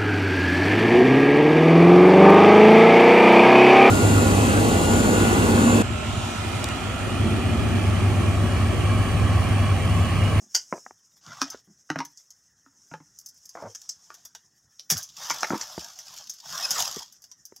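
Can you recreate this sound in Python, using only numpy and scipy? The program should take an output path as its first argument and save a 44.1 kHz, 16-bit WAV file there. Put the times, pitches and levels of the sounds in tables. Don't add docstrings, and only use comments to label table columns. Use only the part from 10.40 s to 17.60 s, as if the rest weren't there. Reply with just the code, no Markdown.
import sys
import numpy as np
from scipy import signal
from scipy.fft import rfft, irfft, next_fast_len
from scipy.io import wavfile
from scipy.ndimage import uniform_filter1d, map_coordinates

SR = 44100
rng = np.random.default_rng(int(sys.argv[2]) if len(sys.argv) > 2 else 0)


def store_pcm(level_fs):
    pcm = np.round(np.clip(level_fs, -1, 1) * 32767).astype(np.int16)
    wavfile.write(sys.argv[1], SR, np.atleast_2d(pcm).T)


N = 317520

# time in seconds, level in dB before trim and flutter.
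HISS_LEVEL = [(0.0, -55.5), (0.32, -49.5), (0.55, -60.5), (0.82, -61.5), (1.02, -53), (1.181, -65.5),
              (1.77, -59), (2.15, -67), (2.5, -58.5), (2.95, -60.5), (3.331, -53), (4.05, -67.5),
              (4.45, -64), (7.2, -63)]
# frequency in Hz, relative level in dB.
GARDEN_SPECTRUM = [(3800, -18), (4400, -19.5), (5300, 8), (6600, 5.5), (7600, -3.5), (9000, -12.5),
                   (12500, -18.5), (15500, -22)]
# frequency in Hz, relative level in dB.
AIR_SPECTRUM = [(20, -40), (60, -9.5), (120, -4), (220, -8), (500, -20.5), (1100, -18), (1900, -12.5),
                (2350, -38), (3300, -34.5), (4200, -36.5), (6000, -57.5)]
# start in seconds, length in seconds, rms level in dB before trim,
# pitch of the case in Hz.
RUBS = [(0.016, 0.062, -59.5, 302), (0.337, 0.04, -42, 573), (.865, 0.066, -53, 134),
        (1.271, 0.052, -57.5, 207), (3.153, .12, -45, 760), (3.224, 0.047, -39, 380),
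        (3.222, 0.046, -52, 119), (3.266, 0.052, -55.5, 500), (4.515, 0.017, -34.5, 153),
        (4.539, 0.025, -43, 91), (5.105, .05, -30, 370), (5.118, .04, -33, 1100)]
# time in seconds, level in dB before trim, pitch of the case in Hz.
BUMPS = [(.325, -16.5, 450), (.336, -25, 450), (.378, -37, 480), (.463, -30.5, 880), (.508, -36.5, 660),
         (1.145, -31.5, 410), (3.152, -31, 649), (5.104, -19, 900), (5.133, -23, 230), (5.378, -23.5, 217),
         (6.566, -30, 200), (7.122, -42, 330)]
# frequency in Hz, time to fall 60 dB in seconds.
SHELTER_DECAY = [(150, .2), (1000, 0.14), (6000, 0.18), (15000, 0.025)]
# time in seconds, overall level in dB, then woody body and airy top,
# each in dB relative to that level before trim.
SNAPS = [(0.1483, -14, -13, -16.5), (1.102, -32.5, -28, -10), (1.6504, -38.5, -12.5, -7.5),
         (1.7733, -42, -32, -19), (1.9052, -42.5, -27, -13.5), (2.788, -38.5, -30, -7),
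         (2.861, -37, -30, -7), (2.888, -44, -31, -5), (3.055, -42.5, -29, -7.5), (3.092, -40.5, -25, -9),
         (3.349, -35, -14, -15.5), (3.4165, -41, -16, -13.5), (3.492, -26.5, -24.5, -17.5),
         (3.742, -45, -9, -5.5), (3.852, -39, -15, -5.5), (3.9498, -38.5, -4.5, -13),
         (4.502, -16.5, -10, -5.5), (4.511, -21.5, -15, -1.5), (4.521, -21, -9.5, -13),
         (4.577, -28.5, -22, -3.5), (4.6287, -33, -38, -7.5), (4.899, -22.5, -9.5, -15.5),
         (5.007, -29.5, -23.5, -22), (5.2117, -26, -8.5, -19), (5.5886, -35, -11, -11.5),
         (5.8967, -29.5, -24.5, -11), (6.3071, -20, -14.5, -7.5), (6.8405, -43, -13, -10.5),
         (6.915, -40.5, -18, -17), (7.0534, -38.5, -32, -5.5), (7.1624, -44.5, -15.5, -4)]
# frequency in Hz, relative level in dB.
TWIG_SPECTRUM = [(100, -44), (400, -20), (700, -10.5), (1200, -13), (1750, -7.5), (2400, -17), (3400, -5),
                 (4100, -12.5), (5000, -0.5), (6200, 2), (7200, -6), (8800, -16), (12000, -8.5),
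                 (15500, -16.5)]
# frequency in Hz, side minus mid in dB.
WIDTH = [(2800, -49.5), (4500, -17.5), (6000, -17), (9000, -7), (14000, -14.5)]
# time in seconds, effort in dB.
PICK_UP = [(0.81, -61), (0.88, -48.5), (1.0, -48.5), (1.14, -50.5), (1.21, -64)]
STEPS = [(2.95, -73), (3.2, -55), (3.39, -60.5), (3.62, -61), (3.78, -54), (4.05, -79)]
GRIP = [(4.56, -40), (4.74, -56.5), (4.8, -37), (5.08, -38.5), (5.46, -43), (5.56, -49), (5.8, -43),
        (5.87, -52), (6.02, -49.5)]
PUSH = [(6.02, -49), (6.14, -35.5), (6.35, -32), (6.41, -26.5), (6.5, -39.5), (6.6, -40), (6.66, -52.5),
        (6.78, -68)]
# effort curve, crackle in dB, boost of the airy top in dB at firm effort,
# scrape on the soil in dB, effort in dB about which the stalks start to slide.
MOVES = [(PICK_UP, -2, -6, 1.1, -52.5), (STEPS, -6.5, 3, -11, -59), (GRIP, -1.2, 0.91, -4.5, -43),
         (PUSH, 0, 0, -5.5, -47)]
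# frequency in Hz, relative level in dB.
LEAVES_SPECTRUM = [(900, -33.5), (2200, -19.5), (3400, -5), (4100, -9.5), (5100, 1.5), (6400, 0),
                   (7300, -4), (8500, -13.5), (10000, -18.5), (12000, -13.5), (15500, -21)]
# frequency in Hz, relative level in dB.
SCRAPE_SPECTRUM = [(40, -28), (140, -7), (300, -21), (430, -19), (620, -2), (1150, 0), (1700, -3),
                   (2400, -16), (3500, -9), (5000, -31.5)]
# time in seconds, overall level in dB, then hollow ring and bark crack, each in dB relative
# to that level before trim, pitch of the stick in Hz.
KNOCKS = [(1.017, -19.5, -8.5, 1.5, 1110), (1.502, -21, -2, -8, 1550), (1.559, -24, -3, -20.5, 1320),
          (1.589, -29.5, -2, -1, 1560), (1.604, -25.5, -5, -8.5, 890), (2.263, -51, -4, -20, 1310),
          (2.515, -45, 6.5, -17, 750), (2.539, -34, -3, -15, 820), (2.603, -52.5, 7, -15, 985),
          (3.704, -38, -35, -11, 1140), (4.396, -60, -26, 26.5, 2970), (4.905, -20, -14, -12, 1340),
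          (5.032, -17, -43.5, -4.5, 870), (5.044, -25.5, -33, -12, 2110)]
# frequency in Hz, level in dB,
# time to fall 60 dB in seconds.
STICK_MODES = [(150, 3.5, 0.11), (286, 10, 0.091), (899, 2.5, 0.082), (1480, -1, 0.031)]
# frequency in Hz, relative level in dB.
WOOD_SPECTRUM = [(50, -44), (200, -11), (500, -2.5), (900, 0.5), (1500, 3), (2100, -3.5), (2800, -8),
                 (4000, -38), (8000, -48.5)]
# frequency in Hz, relative level in dB.
BARK_SPECTRUM = [(1200, -36.5), (2200, -14.5), (2900, -8.5), (3600, 1), (4500, 1), (5800, 10.5), (7000, -6),
                 (8500, -13), (15500, -24)]

RUB_SAG_DB, RUB_RELEASE_S = -4.5, 0.05
LEAD = SR // 100
THIN_TWIG_DB, THICK_TWIG_DB = -38.5, -20
STRAY_FROM_S, STRAY_TO_S = 2.8, 7.1
STRAY_DB, STRAY_SPREAD_DB = -52, 5.5
STRAY_BODY_DB, STRAY_TOP_DB = -22.5, -4.5
SLIDE_DB = 7
REBOUND_S, REBOUND_DB = 0.014, -17.5
SQUEAK_S, SQUEAK_DB, SQUEAK_HOLD_S = 6.247, -23, 0.008
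SQUEAK_RISE_S, SQUEAK_FALL_S = 0.062, 0.025
SQUEAK_HZ = 2563
TOP_HZ = 15800


def amp(db):
    return 10 ** (np.asarray(db) / 20)


def unit(x):
    return x / np.sqrt(np.mean(x ** 2) + 1e-20)


def crest(x, size=132):
    return x / np.sqrt(uniform_filter1d(x ** 2, size).max() + 1e-20)


def along(points, hz):
    f, v = np.transpose(points)
    return np.interp(np.log(hz + 1), np.log(f + 1), v)


def curves(rows):
    s, *cols = np.transpose(rows)
    t = np.arange(N) / SR
    return [np.interp(t, s, c, left=-np.inf, right=-np.inf) for c in cols]


def wobble(rate, n):
    knots = rng.standard_normal(int(n * rate / SR) + 4)
    return map_coordinates(knots, [np.arange(n) * rate / SR])


def colour(x, gain):
    m = 2 * next_fast_len(len(x) // 2 + 2048)
    magnitude = np.maximum(gain(np.fft.rfftfreq(m, 1 / SR)), 1e-6)
    cepstrum = irfft(np.log(magnitude), m)
    cepstrum[1:m // 2] *= 2
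    cepstrum[m // 2 + 1:] = 0
    return irfft(rfft(x, m) * np.exp(rfft(cepstrum)), m)[:len(x)]


def shaped(x, spectrum, lo_hz=1, hi_hz=SR, order=12):
    def gain(hz):
        low_edge = 1 + (lo_hz / (hz + 1)) ** order
        high_edge = 1 + (hz / hi_hz) ** order
        return amp(along(spectrum, hz)) / low_edge / high_edge
    return colour(x, gain)


def grit(n, rate, spread_db):
    happens = rng.random(n) < rate / SR
    size_db = spread_db * np.clip(rng.standard_normal(n), -2, 2)
    return happens * rng.choice([-1, 1], n) * amp(size_db)


def fade(t, t60):
    return np.exp(-np.log(1000) * t / t60)


def add(track, s, x):
    at = max(round(s * SR), 0)
    track[at:at + len(x)] += x[:N - at]


def patchy(x, depth_db, order=3, size=5):
    z = signal.stft(x, nperseg=512)[2]
    field = rng.standard_normal(z.shape)
    field = uniform_filter1d(uniform_filter1d(field, order, 0), size, 1)
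    return signal.istft(z * amp(depth_db * unit(field)), nperseg=512)[1][:N]


def own_modes(hz, depth_db):
    ripple = map_coordinates(rng.standard_normal(128), [np.sqrt(hz) / 2])
    return amp(depth_db * ripple / np.hypot(1, hz / 6000))


def resonance(hz, pitch_hz, q):
    return 1 / np.hypot(1, q * ((hz + 1) / pitch_hz - pitch_hz / (hz + 1)))


def garden(hiss_db=-1, air_db=-74, litter_db=-74):
    s, level_db = np.transpose(HISS_LEVEL)
    flutter = amp(2.2 * wobble(32, N))
    swell = amp(np.interp(np.arange(N) / SR, s, level_db) + hiss_db) * flutter
    hiss = unit(shaped(patchy(rng.standard_normal(N), depth_db=2, size=7), GARDEN_SPECTRUM))
    air = unit(shaped(patchy(rng.standard_normal(N), depth_db=3.5, size=11), AIR_SPECTRUM))
    litter = amp(5 * wobble(40, N)) * grit(N, rate=1600, spread_db=1)
    litter = unit(shaped(patchy(litter, depth_db=6.5), TWIG_SPECTRUM))
    air_level = amp(air_db + 1.2 * wobble(16, N))
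    return swell * hiss + amp(litter_db) * litter + air_level * air


def casing(x, pitch_hz, q, limit_hz, bass_hz=80):
    def gain(hz):
        band = 1 / (1 + (hz / limit_hz) ** 9) / (1 + (bass_hz / (hz + 1)) ** 3)
        return resonance(hz, pitch_hz, q) * own_modes(hz, depth_db=4.5) * band
    return colour(x, gain)


def soften(x, corner_hz):
    return colour(x, lambda hz: 1 / np.hypot(1, hz / corner_hz))


def handling(bump_db=-2, rub_db=0, bump_corner=4.4, rub_corner=3.6):
    out, t = np.zeros(N), np.arange(SR // 4) / SR
    for s, db, pitch_hz in BUMPS:
        push = 0.014 * grit(len(t), rate=3600, spread_db=1) * fade(t, t60=0.037)
        push[0] = -1
        thud = soften(casing(push, pitch_hz, q=1.2, limit_hz=2380), bump_corner * pitch_hz)
        add(out, s + 0.001, amp(db + bump_db) * crest(thud))
    for start, length, db, pitch_hz in RUBS:
        pressure = amp(RUB_SAG_DB * t / length) * fade(np.maximum(t - length, 0), RUB_RELEASE_S)
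        slips = grit(len(t), rate=700, spread_db=3.5) * pressure
        drag = soften(casing(slips, pitch_hz, q=2.7, limit_hz=2287), rub_corner * pitch_hz)
        add(out, start, amp(db + rub_db) * drag / np.std(drag[t < length]))
    return out


def shelter(x):
    hz, t, z = signal.stft(rng.standard_normal(SR // 2), SR, nperseg=256)
    decay = fade(t, along(SHELTER_DECAY, hz)[:, None])
    tail = signal.istft(z * decay, SR, nperseg=256)[1]
    tail = tail / np.linalg.norm(tail)
    return signal.fftconvolve(x, np.pad(tail, (SR // 200, 0)))[:N]


def fracture(rate, first, t60, strain_db, rise_s):
    t = np.arange(SR // 4) / SR
    strain = amp(strain_db) * fade(t[:LEAD][::-1], rise_s)
    strength = np.concatenate([strain, fade(t, t60)])
    train = grit(LEAD + len(t), rate, spread_db=7.5) * strength
    train[LEAD] = first
    return train


def strays(count=14):
    moments = rng.uniform(STRAY_FROM_S, STRAY_TO_S, size=count)
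    levels_db = STRAY_DB + STRAY_SPREAD_DB * rng.standard_normal(count)
    return [(s, db, STRAY_BODY_DB, STRAY_TOP_DB) for s, db in zip(moments, levels_db)]


def snaps(body_db=-2.5, crack_db=-1, top_db=-1, modes_db=4.0, t60=0.067, growth=0.12,
          strain_db=-11, strain_growth=0.55):
    out = np.zeros(N)
    for s, db, body, top in SNAPS + strays():
        tear_s = t60 * amp(growth * (db - THIN_TWIG_DB))
        strain = strain_db + strain_growth * (db - THICK_TWIG_DB)
        tear = fracture(rate=8300, first=4.9, t60=tear_s, strain_db=strain, rise_s=0.014)
        tear = colour(tear, lambda hz: own_modes(hz, modes_db))
        wood = amp(body + body_db) * crest(shaped(tear, TWIG_SPECTRUM, hi_hz=4030))
        crack = amp(crack_db) * crest(shaped(tear, TWIG_SPECTRUM, lo_hz=4480, hi_hz=8300))
        splinters = amp(top + top_db) * crest(shaped(tear, TWIG_SPECTRUM, lo_hz=7940))
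        add(out, s - LEAD / SR, amp(db) * (wood + crack + splinters))
    return out


def bundle(tick_db=-1, stuck_share=0.17, brighten=0.23, firm_db=-37):
    out, t = np.zeros(N), np.arange(SR // 20) / SR
    clumps = amp(1.5 * wobble(50, N) + 1.5 * wobble(220, N))
    tick_starts = np.abs(grit(N, rate=70, spread_db=4.5))
    runs = signal.fftconvolve(tick_starts, fade(t, t60=0.024))[:N]
    ticks = unit(runs * grit(N, rate=7000, spread_db=3))
    leaves = unit(clumps * grit(N, rate=6500, spread_db=3.5))
    crackle = patchy(leaves + amp(tick_db) * ticks, depth_db=2.8)
    body = shaped(crackle, LEAVES_SPECTRUM, hi_hz=8040)
    top = shaped(crackle, LEAVES_SPECTRUM, lo_hz=8000)
    top = top / np.std(body)
    body = unit(body)
    scrape = patchy(clumps * grit(N, rate=3000, spread_db=3), depth_db=5, order=2, size=8)
    scrape = unit(shaped(scrape, SCRAPE_SPECTRUM))
    for stroke, crackle_db, top_db, scrape_db, slide_db in MOVES:
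        effort_db, = curves(stroke)
        slipping = (1 + np.tanh((effort_db - slide_db) / SLIDE_DB)) / 2
        sliding = stuck_share + (1 - stuck_share) * slipping
        rustle = body + amp(top_db + brighten * (effort_db - firm_db)) * top
        out += amp(effort_db) * (amp(crackle_db) * rustle + amp(scrape_db) * sliding * scrape)
    return out


def hollow_ring(t):
    ring = np.zeros(len(t))
    for hz, level_db, t60 in STICK_MODES:
        gain = amp(level_db + rng.normal(0, 8))
        ring += gain * np.sin(2 * np.pi * hz * rng.normal(1, 0.031) * t) * fade(t, t60)
    return crest(ring * (1 - fade(t, t60=0.045)))


def knocks(wood_db=-1, ring_db=-2, crack_db=-2, modes_db=4, focus_db=9, q=6):
    out, t = np.zeros(N), np.arange(SR // 4) / SR
    for s, db, hollow, bark, pitch_hz in KNOCKS:
        blow, rebound = (fracture(rate=3000, first=8, t60=0.065, strain_db=-10, rise_s=0.035)
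                         for _ in range(2))
        late = np.pad(rebound, (round(REBOUND_S * SR), 0))[:len(blow)]
        blow = blow + amp(REBOUND_DB) * late
        blow = colour(blow, lambda hz: own_modes(hz, modes_db))
        pitched = colour(blow, lambda hz: 1 + amp(focus_db) * resonance(hz, pitch_hz, q))
        clack = amp(wood_db) * crest(shaped(pitched, WOOD_SPECTRUM))
        crack = amp(bark + crack_db) * crest(shaped(blow, BARK_SPECTRUM))
        add(out, s - LEAD / SR, amp(db) * (clack + crack))
        add(out, s, amp(db + hollow + ring_db) * hollow_ring(t))
    return out


def envelope(t, rise_s, hold_s, fall_s):
    return fade(np.maximum(-t, 0), rise_s) * fade(np.maximum(t - hold_s, 0), fall_s)


def squeak(fundamental_db=-11, fourth_db=-20, jitter=0.0083):
    phase = 2 * np.pi * np.cumsum(SQUEAK_HZ * (1 + jitter * wobble(500, N))) / SR
    tone = amp(fundamental_db) * np.sin(phase) + np.sin(2 * phase) + amp(fourth_db) * np.sin(4 * phase)
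    slip = envelope(np.arange(N) / SR - SQUEAK_S, SQUEAK_RISE_S, SQUEAK_HOLD_S, SQUEAK_FALL_S)
    return slip * amp(SQUEAK_DB + 1.5 * wobble(180, N)) * unit(tone)


def spread(cracks, wide_db=-36):
    strength = np.sqrt(np.abs(uniform_filter1d(cracks ** 2, size=441)))
    flung = cracks * strength / (strength + amp(wide_db))
    scatter = rng.standard_normal(SR // 100)
    scatter = scatter / np.linalg.norm(scatter)
    return shaped(signal.fftconvolve(flung, scatter)[:N], WIDTH)


def scene(wet_db=-13, case_wet_db=-22):
    cracks, fingers = snaps(), handling()
    kindling = cracks + knocks() + bundle() + squeak()
    answer = shelter(amp(wet_db) * kindling + amp(case_wet_db) * fingers)
    mid = kindling + fingers + answer + garden()
    side = spread(cracks)
    return np.array([mid + side, mid - side])


def record(dry):
    m = next_fast_len(N + SR // 2)
    kept = np.fft.rfftfreq(m, 1 / SR) < TOP_HZ
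    return irfft(rfft(dry, m) * kept, m)[:, :N]


dry = scene()
out = record(dry)
store_pcm(out)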